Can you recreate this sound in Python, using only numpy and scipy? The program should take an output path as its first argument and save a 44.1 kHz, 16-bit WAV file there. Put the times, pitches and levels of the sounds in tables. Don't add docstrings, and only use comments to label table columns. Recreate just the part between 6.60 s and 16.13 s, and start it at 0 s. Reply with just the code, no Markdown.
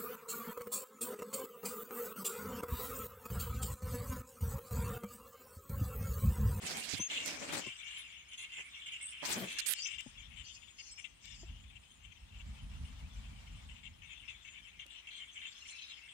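import sys
import numpy as np
from scipy import signal
from scipy.fft import rfft, irfft, next_fast_len
from scipy.io import wavfile
from scipy.ndimage import uniform_filter1d

SR = 44100
rng = np.random.default_rng(int(sys.argv[2]) if len(sys.argv) > 2 else 0)


def master(y):
    cut = np.clip(np.atleast_2d(y).T, -1, 1)
    pcm = np.round(cut * 32767)
    wavfile.write(sys.argv[1], SR, pcm.astype(np.int16))


N = 420273
TIME = np.arange(N) / SR

# start in seconds, length in seconds, relative scrape and hiss
# levels in dB, nearest port (0 left, 1 right), extra treble in dB.
STROKES = [(0, 0.25, -46, -49.5, 0, -2), (0, 0.5, -50, -43, 1, -3), (0.283, 0.089, -66, -40.5, 1, -20),
           (0.46, 0.71, -46, -48.5, 0, -0.5), (0.649, 0.13, -48, -41.5, 1, -5),
           (0.792, 0.28, -50, -51.5, 1, -15), (0.919, 0.099, -40, -41.5, 0, 6),
           (1.975, 0.047, -54, -70, 0, -2), (2.615, 0.19, -39.5, -46, 1, -6), (2.644, 0.14, -57, -36, 0, 8),
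           (2.746, 0.15, -40, -48.5, 0, 12), (2.765, 0.24, -54, -50.5, 1, -4),
           (2.984, 0.027, -65, -32.5, 1, -5), (3.057, 0.09, -55.5, -31, 1, 6.5)]
# time in seconds, slips per second, level against the scrape in dB.
SKIN_SLIPS = [(0, 218, -8.5), (.95, 300, -6.5), (2.74, 425, -26), (2.765, 213, 2), (2.87, 190, 1),
              (3.1, 460, -4)]
# time in seconds, resonant frequency in Hz.
HAND_CAVITY = [(0, 790), (1, 564), (2.63, 960), (2.73, 855), (2.9, 480)]
# centre in Hz, bandwidth in Hz, level in dB.
GAP_RESONANCES = [(2000, 290, -13.5), (3500, 920, -3.5), (7030, 1330, 8)]
# frequency in Hz, relative level in dB.
SCRAPE_SPECTRUM = [(50, -18.5), (160, -3), (480, -6.5), (1300, -8.5), (2500, -5.5), (5000, -69)]
HISS_SPECTRUM = [(700, -27), (1600, 9), (3500, 9), (8000, 10.5), (10500, 5), (15500, -5.5)]
# frequency in Hz, relative level in dB.
AIR_SPECTRUM = [(42, -10), (65, -2), (110, -13), (1000, -22), (3000, -19.5), (8000, -39), (15500, -38.5)]
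CHATTER_SPECTRUM = [(600, -48), (1100, -5), (2100, 2), (2900, 3), (3450, 1.5), (4300, -14.5), (9000, -15)]
TWITTER_SPECTRUM = [(3500, -41), (4600, -12), (6500, 0), (8200, -1.5), (9500, -4), (11000, -12.5),
                    (15000, -33)]
# time in seconds, relative level in dB.
FLOCK_LEVEL = [(1.4, -55), (1.63, -63.5), (1.86, -58.5), (2.84, -54.5), (3.45, -59), (4.3, -64.5),
               (4.55, -71), (4.75, -65.5), (5.3, -68.5), (6, -67), (7.35, -67), (7.71, -60), (8.15, -65),
               (9.05, -57), (9.53, -61)]
# time in seconds, left over right in dB.
CALLER_BEARING = [(.5, -2), (1.2, 4), (2.3, -1.5), (3.3, 10), (4.4, 20), (7.5, 10.5), (8.6, 4.5)]
# start in seconds, level in dB, left over right in dB, pitch ratio of the spot.
FINGER_KNOCKS = [(0.033, -35, 3, 0.82), (.335, -27.5, -24.5, 0.76), (.394, -31, 6.5, 0.93),
                 (1.065, -35.5, 12, 1.07), (2.628, -38.5, -26, 2.54), (2.776, -32.5, 3, 1.05),
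                 (3.461, -38.5, 12, 0.924), (4.83, -49, 9, 1.7), (8.256, -59, -14, 1.57)]
# frequency in Hz, level in dB, time to decay by 60 dB in seconds.
CASE_MODES = [(124, -7.5, 0.087), (214, 3, 0.045), (342, 2.5, 0.036), (510, 4.5, 0.016),
              (1067, -10.5, 0.051)]
# start in seconds, level in dB, left over right in dB.
NAIL_TICKS = [(.17, -39.5, -10), (.66, -36.5, -19), (.678, -38, -18), (2.731, -39, -7), (3.135, -33, -12),
              (3.407, -48.5, 5), (4.655, -50, 22), (8.264, -55.5, -18)]
# start in seconds, length in seconds, first and last pitch in Hz, level in dB,
# roughness from 0 to 1, arch as a share of the pitch.
WHISTLE_NOTES = [(0.392, 0.088, 6000, 6490, -41, 0.17, 0.022),
                 (1.368, 0.051, 10900, 10200, -55, .26, 0.0059),
                 (2.404, 0.12, 8300, 8750, -47.5, 0.88, -0.0089),
                 (3.157, .135, 4360, 5800, -49, 0.43, -0.024),
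                 (3.218, 0.063, 5740, 6370, -45, 0.44, -0.0015),
                 (3.571, 0.038, 3360, 3320, -59.5, .03, 0.0064), (3.8, 0.53, 6740, 6380, -69, .12, 0.052),
                 (4.28, .125, 5360, 5560, -60.5, 0.12, -0.033),
                 (4.309, 0.024, 7300, 8100, -53.5, 0.06, 0.017), (8.868, 0.59, 4910, 4950, -73, 0.54, 0.15),
                 (9.063, 0.28, 4170, 3780, -62, 0.75, 0)]
# start in seconds, nominal length in seconds, level in dB.
NEAR_CHACKS = [(0.496, 0.12, -41.5), (1.059, 0.053, -46), (1.26, 0.15, -51.5), (1.709, 0.046, -52),
               (1.774, 0.075, -49), (1.913, 0.048, -50), (1.972, 0.046, -48), (2.151, 0.039, -60),
               (2.256, 0.029, -45), (2.314, 0.031, -48), (2.867, 0.16, -46.5), (3.129, .082, -49.5),
               (3.25, 0.041, -43), (3.302, 0.051, -47), (3.378, 0.031, -44.5), (3.757, .058, -51),
               (4.016, 0.019, -59), (4.178, 0.034, -53), (4.373, 0.033, -49), (4.438, 0.027, -46),
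               (4.637, .1, -55.5), (5.095, 0.018, -59.5), (5.15, 0.024, -54.5), (5.437, .018, -53),
               (5.512, 0.016, -53), (5.738, 0.035, -61.5), (5.79, 0.027, -56), (6.863, .018, -60.5),
               (7.084, 0.04, -57), (7.138, 0.062, -60), (7.225, 0.051, -53), (7.415, 0.057, -56),
               (7.485, 0.049, -50.5), (7.674, 0.047, -49), (7.843, 0.053, -55), (7.921, 0.07, -54),
               (8.062, 0.03, -56.5), (8.188, 0.044, -50), (8.298, 0.094, -55.5), (8.467, 0.028, -49.5),
               (8.5, 0.082, -51.5), (8.595, 0.046, -50.5), (8.752, 0.029, -49.5), (8.798, 0.083, -51),
               (9.273, 0.055, -53)]
# ratio to the centre frequency, level in dB.
CHACK_CLUSTER = [(.84, -4.5), (1, -0.5), (1.14, -4)]
# nominal distance from the centre in octaves, gain in dB.
THROAT_RESPONSE = [(-1.97, -24.5), (-0.56, -5), (-0.68, -1.5), (-0.57, 4), (0.36, 1), (0.7, -28)]
# nominal start and length in seconds, centre in Hz, level in dB.
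SCREECH_NOTES = [(1.776, 0.068, 8100, -56.5), (3.141, .17, 6350, -54), (3.845, 0.13, 5700, -59),
                 (4.185, .15, 5450, -58), (4.377, 0.064, 7060, -60.5), (4.626, .23, 6090, -62),
                 (8.917, 0.52, 5200, -66), (9.072, 0.062, 7170, -57.5)]
# time in seconds, roar level in dB.
WING_LEVEL = [(3.5, -60), (4.45, -79), (4.88, -53.5), (5.12, -67.5), (5.28, -60.5), (5.42, -68),
              (5.8, -51.5), (6.5, -49.5), (7.03, -50.5), (7.35, -62), (8.4, -74)]
# frequency in Hz, relative level in dB.
ROAR_SPECTRUM = [(25, -33), (45, 6), (75, 0.5), (150, -11), (260, -16), (420, -52), (800, -40.5)]
FEATHER_SPECTRUM = [(300, -15), (900, -5.5), (2500, -9.5), (8000, -15), (15500, -34.5)]
# frequency in Hz, gain in dB.
LEFT_RESPONSE = [(20, 3), (2200, 0), (3500, 5), (8000, 1.5), (9000, -6), (10000, -10.5), (15000, 3)]
RIGHT_RESPONSE = [(20, 1.5), (2200, 2.5), (4200, 1.5), (6000, -2.5), (9000, 2.5), (15000, 3.5)]

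PORT_LAG_SAMPLES, CUTOFF_HZ = 43, 15800


def from_db(db):
    return np.exp(np.asarray(db) * (np.log(10) / 20))


def rms_one(x):
    return x / np.sqrt(np.mean(x ** 2) + 1e-20)


def in_time(rows):
    s, *columns = np.transpose(rows)
    return [np.interp(TIME, s, c) for c in columns]


def coloured(x, points):
    size = next_fast_len(x.shape[-1], real=True)
    hz, db = np.transpose(points)
    octave, known = np.log2(np.fft.rfftfreq(size, 1 / SR) + 1), np.log2(hz)
    beyond = np.abs(octave - np.clip(octave, known[0], known[-1]))
    gain = from_db(np.interp(octave, known, db) - 20 * beyond)
    return irfft(rfft(x, size) * gain, size)[..., :x.shape[-1]]


def drift(rate_hz, size):
    knots = rng.standard_normal(int(size * rate_hz / SR) + 2)
    return np.interp(np.arange(size) * rate_hz / SR, np.arange(len(knots)), knots)


def swell(size, rise, fall):
    u = np.linspace(0, 1, size)
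    return np.sin(np.pi / 2 * np.clip(np.minimum(u / rise, (1 - u) / fall), 0, 1)) ** 2


def panned(pan_db):
    gains = from_db(np.array([[.5], [-.5]]) * pan_db)
    return gains / np.sqrt(np.mean(gains ** 2, axis=0))


def add(out, s, sound):
    start = int(np.clip(s * SR, 0, N - 1))
    out[..., start:start + sound.shape[-1]] += sound[..., :N - start]


def tone(hz):
    return np.sin(2 * np.pi * np.cumsum(hz) / SR)


def resonance(x, hz, width_hz):
    turn = np.exp(2j * np.pi * np.cumsum(hz) / SR)
    pole = np.exp(-np.pi * width_hz / SR)
    return rms_one((turn * signal.lfilter([1], [1, -pole], x / turn)).real)


def crackle(size, smooth, snaps_per_s=830, spread_db=5):
    snaps = rng.random((2, size)) < snaps_per_s / SR * from_db(5 * drift(45, size))
    strengths = from_db(spread_db * np.minimum(rng.exponential(1, (2, size)), 2))
    signs = rng.choice([-1, 1], (2, size))
    return rms_one(rms_one(snaps * strengths * signs) + smooth * rng.standard_normal((2, size)))


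def rubs():
    out, held = np.zeros((2, N)), int(3.3 * SR)
    slip_hz, groan_db, cavity_hz = (c[:held] for c in in_time(SKIN_SLIPS) + in_time(HAND_CAVITY))
    groan_hz = slip_hz * (1 + 0.1682 * drift(250, held))
    groan = sum(tone(k * groan_hz) / k for k in range(1, 4)) * from_db(groan_db + 3.5 * drift(110, held))
    friction, grains = crackle(held, smooth=0.6), crackle(held, smooth=1.33)
    hollow = resonance(friction, cavity_hz * 2 ** (0.15 * drift(35, held)), width_hz=36)
    scrape = rms_one(coloured(friction, SCRAPE_SPECTRUM)) + 0.27 * hollow + groan
    scrape *= from_db(2 * drift(39.82, held))
    ringing = np.zeros((2, held))
    for hz, width_hz, db in GAP_RESONANCES:
        gain = from_db(db + 2.2 * drift(25, held))
        ringing += gain * resonance(grains, hz * 2 ** (0.49 * drift(20, held)), width_hz)
    hiss = coloured(grains + rms_one(ringing), HISS_SPECTRUM) * from_db(1.9 * drift(55, held))
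    for s, length, scrape_db, hiss_db, port, treble_db in STROKES:
        start, size = int(s * SR), int(length * SR)
        span, side = slice(start, start + size), 1 if port == 0 else -1
        shelf = [(20, 0), (7000, 0), (11500, treble_db), (CUTOFF_HZ, treble_db)]
        low = from_db(scrape_db - 6.5) * panned(8 * side) * rms_one(scrape[:, span])
        high = from_db(hiss_db - 3) * panned(24 * side) * rms_one(coloured(hiss[:, span], shelf))
        add(out, s, (low + high) * swell(size, rise=0.11, fall=0.36))
    return out


def field_noise(spectrum, coherence):
    wave = rng.standard_normal(N)
    shared = np.sqrt(coherence) * np.array([np.roll(wave, PORT_LAG_SAMPLES), wave])
    diffuse = np.sqrt(1 - coherence) * rng.standard_normal((2, N))
    return rms_one(coloured((shared + diffuse).astype(np.float32), spectrum))


def rasp(size, hz, pulse_hz, wobble, depth_db):
    glide = 1 + .035 * rng.normal() * np.linspace(-1, 1, size)
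    note = tone(hz * glide * (1 + wobble * drift(1500, size)))
    return rms_one(note * from_db(depth_db * drift(pulse_hz, size)))


def crowd(low_hz, high_hz, wobble, spread_db, count):
    out = np.zeros((2, N))
    for when, pitch, length, near, side in rng.random((count, 5)):
        size = int((0.0234 + 0.074 * length) * SR)
        hz = low_hz * (high_hz / low_hz) ** pitch
        call = rasp(size, hz, pulse_hz=245, wobble=wobble * rng.uniform(0.22, 1), depth_db=3)
        call *= swell(size, rise=0.15, fall=0.57)
        add(out, when * N / SR, from_db(spread_db * near ** 2) * panned(8 * (side - .5)) * call)
    return rms_one(out)


def far_flock():
    (flock_db,), (bearing_db,) = in_time(FLOCK_LEVEL), in_time(CALLER_BEARING)
    chatter_gain = from_db(1.5 + flock_db) * panned(2 + bearing_db)
    twitter_gain = from_db(-68.5 + 0.47 * (flock_db - flock_db.mean())) * panned(0.1)
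    chatter = crowd(2150, 3700, wobble=0.1393, spread_db=1.5, count=450)
    twitter = crowd(4500, 10000, wobble=0.05, spread_db=8.5, count=500)
    calls = chatter_gain * rms_one(coloured(chatter, CHATTER_SPECTRUM))
    calls += twitter_gain * rms_one(coloured(twitter, TWITTER_SPECTRUM))
    calls *= from_db(1 + 0.26 * (flock_db - flock_db.max()))
    wash = chatter_gain * field_noise(CHATTER_SPECTRUM, coherence=0.064)
    wash += twitter_gain * field_noise(TWITTER_SPECTRUM, coherence=0.077)
    return calls, from_db(-7) * wash


def yard(x, early_t60, scatter_db, late_t60=0.98):
    t = np.arange(int(.4 * SR)) / SR
    early = rng.standard_normal((2, len(t))) * (rng.random((2, len(t))) < .03)
    early *= from_db(-60 * t / early_t60)
    late = rng.standard_normal((2, len(t))) * from_db(-60 * t / late_t60)
    echoes = from_db(scatter_db) * (rms_one(early) + from_db(-14) * rms_one(late)) / np.sqrt(len(t))
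    echoes[[0, 1], [PORT_LAG_SAMPLES, 0]] += 1
    paths = rfft(echoes)
    paths /= np.sqrt(uniform_filter1d(np.abs(paths) ** 2, size=80, axis=1))
    lead = SR // 100
    response = np.roll(irfft(paths, len(t)), lead, axis=1)
    return signal.oaconvolve(x, response, axes=1)[:, lead:lead + N]


def knocks(contact_s=0.0074):
    out, t = np.zeros((2, N)), np.arange(SR // 10) / SR
    for s, db, pan_db, ratio in FINGER_KNOCKS:
        thump = np.zeros(len(t))
        for hz, mode_db, t60 in CASE_MODES:
            decay = from_db(mode_db + 2 * rng.normal() - 60 * t / t60)
            thump += decay * np.sin(2 * np.pi * hz * ratio * (1 + 0.12 * rng.normal()) * t)
        onset = 1 - np.exp(-t * ratio / contact_s)
        add(out, s, from_db(db) * panned(pan_db) * thump * onset)
    return out


def nail_ticks():
    out, size = np.zeros((2, N)), int(0.0039 * SR)
    for s, db, pan_db in NAIL_TICKS:
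        scratch = rms_one(coloured(rng.standard_normal((2, size)), HISS_SPECTRUM))
        add(out, s, from_db(db) * panned(pan_db) * scratch * swell(size, rise=0.063, fall=0.39))
    return out


def whistles():
    out = np.zeros(N)
    for s, length, start_hz, end_hz, db, rough, arch in WHISTLE_NOTES:
        size = int(length * SR)
        hz = np.linspace(start_hz, end_hz, size) * (1 + arch * np.sin(np.linspace(0, np.pi, size)))
        warble = 1 + rough * (.055 * drift(1100, size) + .018 * drift(110, size))
        note = tone(hz * warble) * from_db(3.4 * drift(87.3, size) + 5.6 * rough * drift(300, size))
        add(out, s, from_db(db) * rms_one(note * swell(size, rise=0.16, fall=0.085)))
    return out


def ground_echo(x):
    return x + .8 * np.roll(x, int(rng.uniform(.0008, .0022) * SR))


def chack(length, upper_db, centre_hz=2766, attack_s=0.0074):
    hz = centre_hz * (1 + 0.0355 * rng.normal())
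    size = int(length * 1.5 * SR)
    pulses = from_db(3.8 * np.tanh(drift(448, size)) + 1.15 * drift(46.4, size))
    cluster = np.zeros(size)
    for ratio, db in CHACK_CLUSTER:
        partial_hz = hz * ratio * (1 + .05 * rng.normal())
        cluster += from_db(db) * rasp(size, partial_hz, pulse_hz=116.4, wobble=0.054, depth_db=4.5)
    breadth = (size / SR / 0.064) ** 0.23
    throat = [(hz * 2 ** (octaves * breadth), db) for octaves, db in THROAT_RESPONSE]
    low = rms_one(coloured(pulses * (rms_one(cluster) + 2.2 * rng.standard_normal(size)), throat))
    slide_octaves = 0.22 * rng.normal() * np.linspace(-.5, .5, size)
    core = resonance(pulses * low, hz * 2 ** slide_octaves, width_hz=600)
    low = rms_one(low + from_db(-7.5) * min(1, 0.038 / length) ** 2 * core)
    upper = rasp(size, 6900 * (1 + 0.077 * rng.normal()), pulse_hz=284, wobble=0.047, depth_db=5.5)
    high = coloured(pulses * (upper + 2 * rng.standard_normal(size)), TWITTER_SPECTRUM)
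    call = low + from_db(upper_db) * rms_one(ground_echo(high))
    return call * swell(size, rise=min(attack_s * SR / size, .5), fall=0.47)


def lesser_chacks(per_s=3, mean_length_s=0.0298, over_flock_db=3, spread_db=2.5):
    when, length, near = rng.random((int(per_s * N / SR), 3)).T
    s = when * N / SR
    db = np.interp(s, *np.transpose(FLOCK_LEVEL)) + over_flock_db + spread_db * (2 * near - 1)
    return list(zip(s, mean_length_s * (.5 + length), db))


def chacks():
    out = np.zeros((2, N))
    for s, length, db in NEAR_CHACKS + lesser_chacks():
        call = chack(length, upper_db=np.interp(s, [3.3, 5], [-11, -18]))
        bearing_db = np.interp(s, *np.transpose(CALLER_BEARING))
        add(out, s, from_db(db) * panned(bearing_db) * call)
    return out


def screeches():
    out = np.zeros(N)
    for s, length, hz, db in SCREECH_NOTES:
        size = int(length * 1.33 * SR)
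        partials = sum(rasp(size, hz * ratio, pulse_hz=60.4, wobble=0.0406, depth_db=8)
                       for ratio in np.geomspace(.8, 1.27, 6))
        add(out, s - 0.2 * length, from_db(db) * rms_one(partials * swell(size, rise=0.29, fall=0.33)))
    return out


def wings():
    roar_db, = in_time(WING_LEVEL)
    airborne = np.interp(TIME, [3.2, 3.6, 8.2, 8.7], [0, 1, 1, 0])
    roar = field_noise(ROAR_SPECTRUM, coherence=0.94) * from_db(4.3 * drift(22, N))
    swish = field_noise(FEATHER_SPECTRUM, coherence=0.074) * from_db(-16.5 + 1.5 * drift(60, N))
    return airborne * from_db(roar_db) * (roar + swish)


def scene():
    air = from_db(-69.5) * field_noise(AIR_SPECTRUM, coherence=0.77)
    far_calls, wash = far_flock()
    calls = yard(far_calls + chacks() + screeches() * panned(0.46), early_t60=0.027, scatter_db=2)
    whistling = yard(whistles() * panned(1.8), early_t60=0.053, scatter_db=-6)
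    return air + wash + calls + whistling + wings() + rubs() + knocks() + nail_ticks()


def record(dry):
    ports = np.array([coloured(dry[0], LEFT_RESPONSE), coloured(dry[1], RIGHT_RESPONSE)])
    return signal.sosfilt(signal.ellip(10, .2, 70, CUTOFF_HZ, fs=SR, output="sos"), ports)


dry = scene()
out = record(dry)
master(out)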